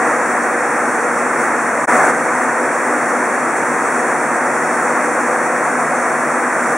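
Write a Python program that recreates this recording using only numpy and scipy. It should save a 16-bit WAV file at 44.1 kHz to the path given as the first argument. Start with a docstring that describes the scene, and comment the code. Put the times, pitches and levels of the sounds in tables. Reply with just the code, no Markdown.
"""A large spinning hall, beside the end cabinet of one ring frame.
Banks of spindles drone at slightly different speeds, the closest as clean whines, and travellers hiss
on their rings. Motors, fans and belts hum underneath, in the diffuse roar of the hall.
The camera's notch filters hollow out the treble. Once the sound drops out and comes back briefly louder."""
import sys
import numpy as np
from scipy import signal
from scipy.fft import rfft, irfft, next_fast_len
from scipy.io import wavfile
from scipy.ndimage import uniform_filter1d, map_coordinates

SR = 44100
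rng = np.random.default_rng(int(sys.argv[2]) if len(sys.argv) > 2 else 0)


def wrap_up_sound(samples):
    """Save the sound to the file named by the first command line argument, as 16-bit audio."""
    columns = np.atleast_2d(samples).T
    # keep every value between -1 and 1, then stretch to whole-number steps
    tamed = np.clip(columns, -1, 1)
    steps = np.round(tamed * 32767).astype(np.int16)
    wavfile.write(sys.argv[1], SR, steps)


N = 298557


def spindles(slip, port_phase, count):
    """Each unbalanced bobbin sounds its turning rate and overtones; neighbours beat against each other."""
    # banks on one drive: turning rate/Hz, spread/share of rate, level/dB of harmonics 1, 2, 3
    banks = [(243.6, .022, -40.5, -37, -37), (256.1, .016, -40.5, -39, -39.5), (227, .028, -45.5, -37, -44)]
    drone = np.zeros((2, N))
    for speed_hz, spread, *harmonics_db in banks:
        for offset in np.linspace(-1, 1, count) + rng.uniform(-1, 1, count) / count:
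            # the belt slips a little, so the pitch wavers
            turning_hz = speed_hz * (1 + spread * offset + slip * wobble(3))
            angle = 2 * np.pi * np.cumsum(turning_hz) / SR
            for harmonic, db in enumerate(harmonics_db, 1):
                phase = arrival_phase(port_phase)
                drone += amp(db) * np.sqrt(2 / count) * np.sin(harmonic * angle + phase)
    return drone


def near_spindles(port_phase):
    """The closest spindles hold their speed and stand out as clean whines; together they throb."""
    # spindle whines: turning rate/Hz, harmonic, [(t/s, level/dB)]
    whines = [ (220.3, 1, [(0, -44), (6.7, -45)]), (233.6, 2, [(1.5, -40), (5, -48)]),
              (236.1, 1, [(.8, -56), (1.4, -43), (5.3, -37.5), (6.7, -38)]), (239.7, 1, [(.9, -37.5),
              (3, -38), (4, -56)]), (240, 2, [(1.2, -31), (2.7, -44), (4.1, -31.5), (4.7, -37.5),
              (6.7, -37)]), (239.7, 3, [(2.4, -52), (3, -38.5), (5.2, -36.5), (6.7, -46)]),
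              (244.5, 3, [(3.6, -45), (4.8, -34), (5.8, -48)]), (247, 1, [(1.4, -37), (2.2, -34),
              (3.3, -35), (4.1, -38), (6.3, -33)]), (246.7, 2, [(1.6, -38), (2.6, -32), (4.1, -46),
              (4.6, -31.5), (5.4, -33), (6.7, -37)]), (246.5, 3, [(.7, -33), (1.4, -40), (2.05, -28),
              (3.1, -48), (4.1, -31), (6.2, -36)]), (250.9, 1, [(1.6, -42), (2.8, -38.5), (6.7, -42)]),
              (256, 2, [(1.5, -42), (2.7, -35), (4.1, -41), (5.4, -32), (6.2, -41)]), ]
    return sum(whine(harmonic * hz, levels, port_phase) for hz, harmonic, levels in whines)


def traveller_hiss(level_db):
    """Travellers and yarn slide on the rings: a bright hiss that drifts slowly and flickers fast."""
    # sliding noise: f/Hz, relative level/dB
    spectrum = [(1000, -39), (3000, -18), (4600, -14.5), (5800, -1.5), (7200, 0.5), (8400, 3.5),
                (10000, 0.5), (11200, 0), (14500, -17.5), (15700, -9.5)]
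    drift_db = 0.12 * wobble(5.1)
    shimmer_db = 0.45 * wobble(40)
    return amp(level_db + drift_db + shimmer_db) * rush(spectrum, patchy_db=1.0)


def near_motors(port_phase):
    """The nearest motors each hum on one clean tone."""
    # motor tones: f/Hz, [(t/s, level/dB)]
    tones = [ (157.2, [(1.4, -51), (2.2, -44), (2.9, -50), (3.6, -45), (4.4, -47.5), (5.9, -41),
             (6.5, -49)]), (301.4, [(.6, -35.5), (1.4, -43), (2.2, -39.5), (3.1, -37), (4.4, -41),
             (5.5, -34.5), (6.2, -45)]), ]
    return sum(whine(hz, levels, port_phase) for hz, levels in tones)


def drive_hum():
    """Many like motors, fans and belts hum, swelling and fading as they drift in and out of step."""
    # hum bands: f/Hz, width/Hz, level/dB
    bands = [(117.4, 6, -59.5), (148.4, 5, -49), (157, 4.6, -54), (204.4, 6, -50.5), (304, 8, -47),
             (374.4, 10, -41)]
    t = np.arange(N) / SR
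    hum = np.zeros(N)
    for hz, width, db in bands:
        angle = 2 * np.pi * hz * t
        band = wobble(2 * width) * np.cos(angle) + wobble(2 * width) * np.sin(angle)
        hum += amp(db) * unit(band)
    return hum


def hall_roar(level_db):
    """Frames running at constant speed fill the hall with a diffuse midrange bed."""
    # the hall's roar: f/Hz, relative level/dB
    spectrum = [(25, -42), (85, -32), (120, -21), (190, -11.5), (250, -5.5), (350, 0), (420, -4),
                (560, 0.5), (1400, 1), (1900, -2), (2500, -14.5), (2900, -31), (5000, -44.5), (16000, -70)]
    return amp(level_db) * rush(spectrum, patchy_db=0.42)


def swells():
    """Slight lifts of the hiss and of the roar, in dB, each one smooth arch."""
    # swells: crest t/s, length/s, hiss lift/dB, roar lift/dB
    arches = [(0.073, 0.38, 0.6, 1.3), (.45, .16, 1.3, 0), (1.43, 0.2, 2.1, 0.8), (1.988, 0.18, 1.2, 0.8),
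              (3.9, 0.97, 0.8, .3), (4.9, 1, 0.8, 0.2), (6.69, .16, 1.3, 0.5)]
    return sum(np.outer(lifts_db, np.sin(np.pi * ramp(crest - length / 2, length)) ** 2)
               for crest, length, *lifts_db in arches)


def whine(hz, levels, port_phase):
    """A clean tone that swells and fades as the camera moves through the hall's standing waves."""
    t = np.arange(N) / SR
    envelope = amp(np.interp(t, *np.transpose(levels)))
    return envelope * np.sqrt(2) * np.sin(2 * np.pi * hz * t + arrival_phase(port_phase))


def arrival_phase(port_phase):
    """Each wave meets the two microphone ports from its own direction; port_phase is the scatter in rad."""
    return rng.uniform(0, 2 * np.pi) + port_phase * rng.standard_normal((2, 1))


def rush(spectrum, patchy_db):
    """Diffuse stereo noise with patches of random gain, widest in the treble; its mid has rms 1."""
    # likeness of the two microphone ports: f/Hz, left-right correlation
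    likeness = [(60, 0.94), (300, 0.97), (700, 0.97), (1300, 0.94), (2400, 0.87), (4400, 1), (5800, 0.66),
                (8100, 0.24), (10000, 0.11), (15000, -0.21)]

    def mid_side_gains(hz):
        """Colour the noise and share it between mid and side."""
        width = np.arccos(np.clip(along(likeness, hz), -1, 1)) / 2
        return amp(along(spectrum, hz)) * [np.cos(width), np.sin(width)]

    cells = signal.stft(rng.standard_normal((2, N)), nperseg=1024)[2]
    patches = uniform_filter1d(rng.standard_normal(cells.shape[1:]), size=5, axis=0)  # across frequency
    patches = uniform_filter1d(patches, size=8, axis=1)  # across time
    noise = signal.istft(cells * amp(patchy_db * unit(patches)), nperseg=1024)[1][:, :N]
    mid, side = filtered(noise, mid_side_gains)
    return np.array([mid + side, mid - side]) / np.std(mid)


def dropout():
    """Gain that dips into a brief gap, comes back too high, holds and settles."""
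    gap_s, return_s, fade_s, gap_db = 1.86, 1.871, 0.012, -36
    settled_s, release_s, surge_db = 2.12, 0.022, 4.0
    comeback = ramp(return_s, fade_s)
    gap = ramp(gap_s - fade_s, fade_s) - comeback
    surge = comeback - ramp(settled_s - release_s, release_s)
    return (1 - gap + gap * amp(gap_db)) * amp(surge_db * surge)


def amp(db):
    """Decibels to gain."""
    return 10 ** (np.asarray(db) / 20)


def unit(x):
    """Scale to rms 1."""
    return x / np.sqrt(np.mean(x ** 2) + 1e-20)


def along(points, hz):
    """Read a curve of (f/Hz, value) points on a log frequency axis."""
    freqs, values = np.transpose(points)
    return np.interp(np.log(hz + 1), np.log(freqs + 1), values)


def ramp(start_s, length_s):
    """Straight rise from 0 to 1."""
    return np.clip((np.arange(N) / SR - start_s) / length_s, 0, 1)


def wobble(rate):
    """A smooth random curve, rate knots a second."""
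    steps = np.arange(0, N + 64, 64)
    knots = rng.standard_normal(1024)
    curve = map_coordinates(knots, [steps * rate / SR], mode="wrap")
    return np.interp(np.arange(N), steps, curve)


def filtered(x, response):
    """Equalise x by response(hz), a gain for each frequency."""
    size = next_fast_len(N + SR // 2)
    hz = np.fft.rfftfreq(size, 1 / SR)
    return irfft(rfft(x, size) * response(hz), size)[..., :N]


def scene():
    """Spindles and drives stand in the roar of the hall, with the rings hissing on top."""
    # the bass leans left, to the cabinet's side: f/Hz, left minus right level/dB
    balance = [(60, -1), (150, 1.8), (400, 1.5), (1300, 0), (8000, 0.1)]
    hiss_db, roar_db = -32, -16.5
    hiss_flutter_db, roar_flutter_db = 0.33, 0.06
    flutter = wobble(20)  # quick unsteadiness shared by hiss and roar
    hiss_swell_db, roar_swell_db = swells()
    hiss = traveller_hiss(hiss_db + hiss_swell_db + hiss_flutter_db * flutter)
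    roar = hall_roar(roar_db + roar_swell_db + roar_flutter_db * flutter)
    drone = spindles(slip=0.00308, port_phase=0.074, count=7)
    whines = near_spindles(port_phase=0.11)
    hum = near_motors(port_phase=0.05) + drive_hum()
    mix = drone + whines + hiss + hum + roar
    return filtered(mix, lambda hz: amp(np.outer([0.5, -0.5], along(balance, hz))))


def record(dry):
    """The level lurches once, peaks are softly rounded, and the treble is notched and band-limited."""
    # the camera's notch filters: f/Hz, width/Hz
    notches = [(3020, 157), (4020, 264), (5000, 353), (12800, 4280)]
    ceiling, top_hz = 1.1, 15750

    def treble_cuts(hz):
        """Flat-bottomed notches under a hard top edge."""
        cuts = [(hz - centre) ** 4 / ((hz - centre) ** 4 + (width / 2) ** 4) for centre, width in notches]
        return np.prod(cuts, axis=0) * (hz < top_hz)

    sound = dry * dropout()
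    rounded = sound / (1 + np.abs(sound / ceiling) ** 4) ** (1 / 4)
    return filtered(rounded, treble_cuts)


dry = scene()
out = record(dry)
wrap_up_sound(out)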